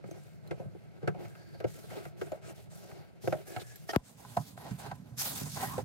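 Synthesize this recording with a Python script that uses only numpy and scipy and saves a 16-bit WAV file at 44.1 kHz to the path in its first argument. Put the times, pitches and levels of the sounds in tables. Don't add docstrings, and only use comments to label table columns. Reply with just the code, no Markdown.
import sys
import numpy as np
from scipy import signal
from scipy.fft import rfft, irfft
from scipy.io import wavfile

SR = 44100
rng = np.random.default_rng(int(sys.argv[2]) if len(sys.argv) > 2 else 0)


def waveform_to_disk(signal):
    frames = np.transpose(np.atleast_2d(signal))
    scaled = np.clip(frames, -1, 1) * 32767
    samples = np.round(scaled).astype(np.int16)
    wavfile.write(sys.argv[1], SR, samples)


N = 257544

# (time [s], level [dB], favoured pitch [Hz], small parts offset [dB],
# low panels offset [dB], scuff t60 [s], contact [s])
KNOCKS = [(0.04, -36, 536, -16.5, -6.5, 0.076, 0.0038), (0.085, -38.5, 396, -38, -35, 0.041, 0.0043),
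          (0.112, -30, 446, -16, -32, 0.015, 0.0015), (0.51, -25.5, 478, -9, -19, 0.089, 0.005),
          (0.598, -35, 534, -34, -14.5, 0.24, 0.0027), (0.655, -48.5, 574, -31, 12.5, 0.033, 0.0035),
          (0.749, -33.5, 414, -44, -29, 0.053, 0.005), (1.03, -33, 447, -19.5, -11, 0.15, 0.007),
          (1.076, -18.5, 450, -5.5, -16.5, 0.087, 0.006), (1.146, -36, 730, -21, -15, 0.078, 0.005),
          (1.248, -41.5, 672, -9.5, -11.5, 0.14, 0.0045), (1.352, -48, 650, 1.5, -24, 0.067, 0.0049),
          (1.602, -31.5, 455, -12.5, -28, 0.13, 0.0028), (1.643, -18, 500, -11.5, -17, 0.072, 0.008),
          (1.903, -44.5, 516, -5, -17, 0.18, 0.0043), (2.053, -37.5, 606, -3.5, -9, 0.072, 0.0041),
          (2.214, -26.5, 470, -4.5, -32, 0.074, 0.0057), (2.319, -23, 560, -23, -51, 0.095, 0.0029),
          (2.915, -41.5, 590, -1.5, -5, 0.037, 0.0037), (3.238, -32.5, 482, -28, -10, 0.14, 0.006),
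          (3.275, -14.5, 516, -15.5, -17, 0.049, 0.0019), (3.325, -13.5, 615, -15.5, -28, 0.087, 0.00454),
          (3.563, -26, 731, -10.5, -17, 0.095, 0.00295), (3.615, -39.5, 490, -8, -14, 0.047, 0.00354),
          (3.891, -25.5, 667, -13, -47, 0.12, 0.0032), (3.933, -24, 817, -12.5, -40, 0.1, 0.0034),
          (4.249, -38, 863, -7, -21, 0.034, 0.0019), (4.37, -14.5, 706, -7, -12.5, 0.074, 0.0098),
          (4.576, -32.5, 855, -1, -30, 0.022, 0.004), (4.709, -44, 345, -1, 14.5, 0.082, 0.004),
          (4.915, -26.5, 820, -1, -15.5, 0.062, 0.012), (5.412, -28.5, 345, -32, -2.5, 0.051, 0.0044),
          (5.566, -39, 1010, 0, 2, 0.092, 0.004), (5.628, -28, 760, -6, -35, 0.11, 0.00427),
          (5.738, -34.5, 1030, -15, -21, 0.03, 0.003), (5.78, -19, 508, -12, -26, 0.067, 0.006)]
# (frequency [Hz], t60 [s], gain at first spot [dB], gain at second spot [dB])
LOW_PANEL_MODES = [(121.4, 0.098, 3, -2), (149.1, 0.17, 1.5, -6.5), (184.3, 0.16, -2.5, -10),
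                   (242, 0.035, -8, -7)]
MIDDLE_PANEL_MODES = [(349.5, 0.049, -0.5, -7), (398, 0.071, -3, -11), (440.5, 0.026, -8, -20.5),
                      (537, 0.03, -9.5, -15), (626, 0.03, -8.5, -16.5), (700, 0.031, -8.5, -11),
                      (804, 0.015, -10, -2.5), (1008, 0.042, -22.5, -6.5)]
SMALL_PART_MODES = [(1328, 0.018, -1.5, -12), (1553, 0.021, -4, -8.5), (1899, 0.02, -12.5, -14),
                    (2168, 0.0091, -3, -14.5), (2578, 0.0038, -4, -14), (4210, 0.0017, -6, -10.5)]
# (time [s], level [dB])
LOW_HUM = [(0, -57), (1.5, -56), (3.9, -60.5), (4.5, -55.5), (5.2, -52.5), (5.84, -47)]
# (frequency [Hz], relative density [dB])
ROOM_SPECTRUM = [(24, -42), (40, -5.5), (643, -16), (1110, -37.5), (12900, -46), (15800, -72)]
CLOTH_SPECTRUM = [(500, -22), (1200, 0.5), (2300, -1.5), (7000, 0), (14000, -2.5), (15800, -8)]
# (start [s], end [s], start hiss [dB], end hiss [dB], lean on middle panels [dB])
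STROKES = [(0.059, 0.358, -68.5, -69.5, -62), (0.436, 0.674, -78, -75, -62),
           (1.185, 1.302, -68.5, -65.5, -57.5), (1.315, 1.607, -70.5, -73, -64.5),
           (1.67, 1.872, -58, -61.5, -60.5), (1.878, 2.087, -60, -62, -52),
           (2.173, 2.364, -63, -65.5, -57.5), (2.42, 2.506, -65, -58, -49.5), (2.548, 2.639, -62, -65, -62),
           (2.704, 3.088, -58.5, -73.5, -59.5), (3.218, 3.453, -54.5, -64, -60),
           (3.468, 3.638, -55.5, -58.5, -54), (3.661, 3.86, -59, -64.5, -85),
           (3.873, 3.94, -57, -53.5, -71), (4.037, 4.141, -61, -66.5, -93), (4.162, 4.52, -61, -56, -65),
           (4.569, 4.764, -60, -59, -54), (4.786, 4.916, -51.5, -65, -50), (4.94, 5.18, -64, -94, -67.5),
           (5.181, 5.39, -35, -47.5, -54), (5.356, 5.442, -41, -46.5, -55.5),
           (5.449, 5.56, -50, -44.5, -60), (5.556, 5.655, -46.5, -43.5, -46),
           (5.656, 5.805, -49, -54.5, -51)]
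# (time [s], peak [dB], frequency [Hz])
TICKS = [(0.111, -47, 6250), (0.475, -51.5, 4100), (1.602, -54.5, 2350), (2.3185, -49.5, 7010),
         (3.7579, -41.5, 12220)]
# (start [s], end [s], centre [Hz], width [Hz], level [dB])
SINGING_BANDS = [(1.298, 1.59, 1620, 56, -66), (1.343, 1.622, 4550, 300, -69.5),
                 (2.84, 3.111, 4510, 350, -74), (3.464, 3.775, 1680, 49.3, -60),
                 (3.887, 3.915, 1840, 50, -44), (3.888, 3.918, 5100, 740.7, -45.5),
                 (3.89, 3.922, 3180, 108, -48.5), (3.946, 3.97, 1222, 86, -29.5),
                 (3.596, 3.631, 3700, 1300, -50.5), (5.687, 5.775, 1053, 91, -42),
                 (5.595, 5.7, 1905, 90, -50.5)]
# (frequency [Hz], right lag [rad], coherence [0-1], left over right [dB])
PORTS_FIRST = [(41.5, 2.24, 0.94, -1.5), (221, 2.634, 0.93, 1), (435, 4.326, 0.97, -1), (676, 6.25, 1, 0.5),
               (1060, 8.52, 0.81, 0), (2220, 7.7, 0.19, 0)]
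PORTS_SECOND = [(36.6, 1.46, 1, -3), (249, 0.28, 0.94, -6.5), (415, 4.7, 0.79, -1), (630, 6.3, 0.73, -2.5),
                (3000, 9.1, 0.2, 0), (15100, 42.8, 0.19, -2.5)]

# (first spot [dB], second spot [dB])
REST_HISS_DB, REST_LEAN_DB, REST_SMALL_DB = (-77.5, -70), (-64.5, -73), (-73.5, -73.5)
SWELL_S, STOP_DB_PER_S, HISS_ARCH_DB, LEAN_ARCH_DB = 0.0049, 398, 1.5, 4
LOW_LEAN_SHARE, TILT_DB_PER_OCT_PER_DB = 0.22, 0.08
BUMP_S, BUMP_DB, CLICK_RE_BUMP_DB, CLICK_T60_S = 3.9611, -13, -11, 0.005
ROOM_DB, CUTOFF_HZ = -64, 15850


def from_db(db):
    return 10 ** (np.asarray(db) / 20)


def unit_rms(x):
    return x / np.sqrt(np.mean(x ** 2) + 1e-20)


def add(track, start_s, piece):
    part = track[int(start_s * SR):][:len(piece)]
    part += piece[:len(part)]


def per_bin(table):
    hz, *columns = np.transpose(table)
    return [np.interp(np.log(np.arange(N // 2 + 1) * SR / N + 1), np.log(hz), c) for c in columns]


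def drift(rate_hz):
    knots = rng.standard_normal(int(rate_hz * N / SR) + 2)
    return unit_rms(np.interp(np.linspace(0, len(knots) - 1, N), np.arange(len(knots)), knots))


def grains(grain_db):
    return unit_rms(rng.standard_normal(N) * from_db(grain_db * np.minimum(rng.exponential(1, N), 5)))


def coloured(spectrum, grain_db):
    return unit_rms(irfft(rfft(grains(grain_db)) * from_db(per_bin(spectrum)[0]), N))


def by_spot(first, second):
    moved = np.clip((np.arange(N) / SR - BUMP_S) / .01, 0, 1)
    return first + (second - first) * moved


def scuff(t60_s, rise_s):
    t = np.arange(SR // 5) / SR
    return (1 - np.exp(-2 * t / rise_s)) ** 2 * from_db(-60 * t / np.clip(t60_s, .01, .2))


def room():
    return from_db(ROOM_DB) * coloured(ROOM_SPECTRUM, grain_db=0)


def panels(modes, drive_db, knock_db, falloff_db_per_oct, scuff_db):
    starts_s, _, favoured_hz, _, _, tails_s, contacts_s = np.transpose(KNOCKS)
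    out, drive = np.zeros(N), from_db(drive_db)
    for hz, t60_s, first_db, second_db in modes:
        r, w = from_db(-60 / (t60_s * SR)), 2 * np.pi * hz / SR
        scatter_db, phases = (rng.standard_normal((len(starts_s), 2)) * [2.87, 0.93]).T
        sizes = from_db(knock_db - falloff_db_per_oct * abs(np.log2(hz / favoured_hz)) + scatter_db)
        rub = drive * from_db(2 * drift(10))
        blows = np.zeros(N)
        for start_s, size, phase, tail_s, contact_s in zip(starts_s, sizes, phases, tails_s, contacts_s):
            press_s = contact_s * min(1, 1400 / hz)
            drag_s = tail_s * min(1, 1100 / hz)
            n = np.arange(int(SR * (press_s + 2 / hz)))
            push = 4 / len(n) * np.hanning(len(n)) * np.cos(w * (n - len(n)) + phase)
            add(blows, start_s - press_s / 2, size * push)
            add(rub, start_s - press_s / 2, size * from_db(scuff_db) * scuff(drag_s, press_s))
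        force = blows + rub * grains(grain_db=5) * np.sqrt(2 * (1 - r * r))
        ringing = signal.lfilter([0, np.sin(w)], [1, -2 * r * np.cos(w), r * r], force)
        out += ringing * from_db(by_spot(first_db, second_db))
    return out


def cabinet(lean_db, slip_db):
    _, knock_db, _, small_offset_db, low_offset_db, *_ = np.transpose(KNOCKS)
    swing_db = lean_db - by_spot(*REST_LEAN_DB)
    hum_db = np.interp(np.arange(N) / SR, *np.transpose(LOW_HUM))
    low_db = hum_db + LOW_LEAN_SHARE * swing_db + 0.098 * slip_db
    small_db = by_spot(*REST_SMALL_DB) + swing_db + 0.36 * slip_db
    out = panels(LOW_PANEL_MODES, low_db, knock_db + low_offset_db, falloff_db_per_oct=0, scuff_db=0)
    out += panels(MIDDLE_PANEL_MODES, lean_db + slip_db, knock_db, falloff_db_per_oct=13, scuff_db=-5.5)
    return out + panels(SMALL_PART_MODES, small_db, knock_db + small_offset_db,
                        falloff_db_per_oct=2.5, scuff_db=-1)


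def struck_wood(slip_db):
    out, t = np.zeros(N), np.arange(SR // 5) / SR
    for start_s, knock_db, hz, _, _, tail_s, contact_s in KNOCKS:
        envelope = from_db(knock_db - 6.5) * scuff(0.93 * tail_s, contact_s)
        add(out, start_s - contact_s / 2, envelope * np.sin(2 * np.pi * hz * t))
    return out * from_db(slip_db / 2)


def strokes():
    t = np.arange(N) / SR
    hiss_power, lean_power = from_db(2 * by_spot(*REST_HISS_DB)), from_db(2 * by_spot(*REST_LEAN_DB))
    for start_s, end_s, start_db, end_db, lean_db in STROKES:
        along = np.clip((t - start_s) / (end_s - start_s), 0, 1)
        arch = np.sin(np.pi * along)
        swell_db = -20 / np.log(10) * np.logaddexp(0, (start_s - t) / SWELL_S)
        edge_db = swell_db - STOP_DB_PER_S * np.maximum(t - end_s, 0)
        ramp_db = start_db + (end_db - start_db) * along
        hiss_power += from_db(2 * (ramp_db + HISS_ARCH_DB * arch + edge_db))
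        lean_power += from_db(2 * (lean_db + LEAN_ARCH_DB * (arch - 1) + edge_db))
    return 10 * np.log10(hiss_power), 10 * np.log10(lean_power)


def hiss_envelope(hiss_db, slip_db):
    envelope = from_db(hiss_db + slip_db / 4 + 1.1 * drift(150))
    for start_s, knock_db, _, small_offset_db, _, tail_s, contact_s in KNOCKS:
        crack = from_db(knock_db + small_offset_db - 19) * scuff(0.57 * tail_s, contact_s)
        add(envelope, start_s - contact_s / 2, crack)
    return envelope


def folds(hiss_db):
    tilt_db_per_oct = TILT_DB_PER_OCT_PER_DB * (hiss_db + 60)
    return [from_db(2.2 * drift(22) + tilt_db_per_oct * (k / 2 - 3)) for k in range(11)]


def cloth_hiss(fold_gains):
    spectrum = rfft(coloured(CLOTH_SPECTRUM, grain_db=3))
    band = 2 * np.log2(np.arange(N // 2 + 1) * SR / N / 500 + 1e-9)
    return sum(gain * irfft(spectrum * np.clip(1 - abs(band - k), 0, 1), N)
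               for k, gain in enumerate(fold_gains))


def ticks(t60_s=0.039):
    out, t = np.zeros(N), np.arange(SR // 50) / SR
    for start_s, peak_db, hz in TICKS:
        phase = 2 * np.pi * hz * t + 0.89 * rng.standard_normal(len(t))
        add(out, start_s, from_db(peak_db - 60 * t / t60_s) * np.sin(phase))
    return out


def singing(slip_db):
    out = np.zeros(N)
    for start_s, end_s, hz, width_hz, db in SINGING_BANDS:
        r, w = np.exp(-np.pi * width_hz / SR), 2 * np.pi * hz / SR
        n = int((end_s - start_s) * SR)
        band = signal.lfilter([1, 0, -1], [1, -2 * r * np.cos(w), r * r], rng.standard_normal(SR // 2))
        add(out, start_s, from_db(db) * unit_rms(band)[-n:] * np.hanning(n) ** 0.14)
    return out * from_db(0.64 * slip_db)


def microphone_bump():
    t = np.arange(1, SR // 16) / SR
    envelope = np.clip(t / .0007, 0, 1) / (1 + (t / .0095) ** 3.2)
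    chirp = envelope * np.cos(8 * np.log(t / .00206))
    click = from_db(CLICK_RE_BUMP_DB - 60 * t / CLICK_T60_S) * rng.standard_normal(len(t))
    left = np.zeros(N)
    add(left, BUMP_S, from_db(BUMP_DB) * (chirp + click))
    right = from_db(-4) * signal.sosfilt(signal.butter(2, 800, fs=SR, output="sos"), left)
    return np.array([left, right])


def stereo_width(shared, independent, table):
    lag_rad, coherence, pan_db = per_bin(table)
    coherence = np.clip(coherence, 0, 1)
    right = coherence * np.exp(-1j * lag_rad) * shared + np.sqrt(1 - coherence ** 2) * independent
    return irfft([shared * from_db(pan_db / 2), right * from_db(-pan_db / 2)], N)


def scene():
    hiss_db, lean_db = strokes()
    slip_db = 3.9 * drift(40)
    envelope = hiss_envelope(hiss_db, slip_db)
    fold_gains = folds(hiss_db)
    draws = [rfft(cabinet(lean_db, slip_db) + struck_wood(slip_db) + envelope * cloth_hiss(fold_gains)
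                  + ticks() + singing(slip_db) + room()) for _ in range(2)]
    wiping = by_spot(stereo_width(*draws, PORTS_FIRST), stereo_width(*draws, PORTS_SECOND))
    bass_cut = signal.butter(3, 68, "high", fs=SR, output="sos")
    return signal.sosfilt(bass_cut, wiping) + microphone_bump()


def record(dry):
    return signal.sosfilt(signal.ellip(12, .5, 70, CUTOFF_HZ, fs=SR, output="sos"), dry)


dry = scene()
out = record(dry)
waveform_to_disk(out)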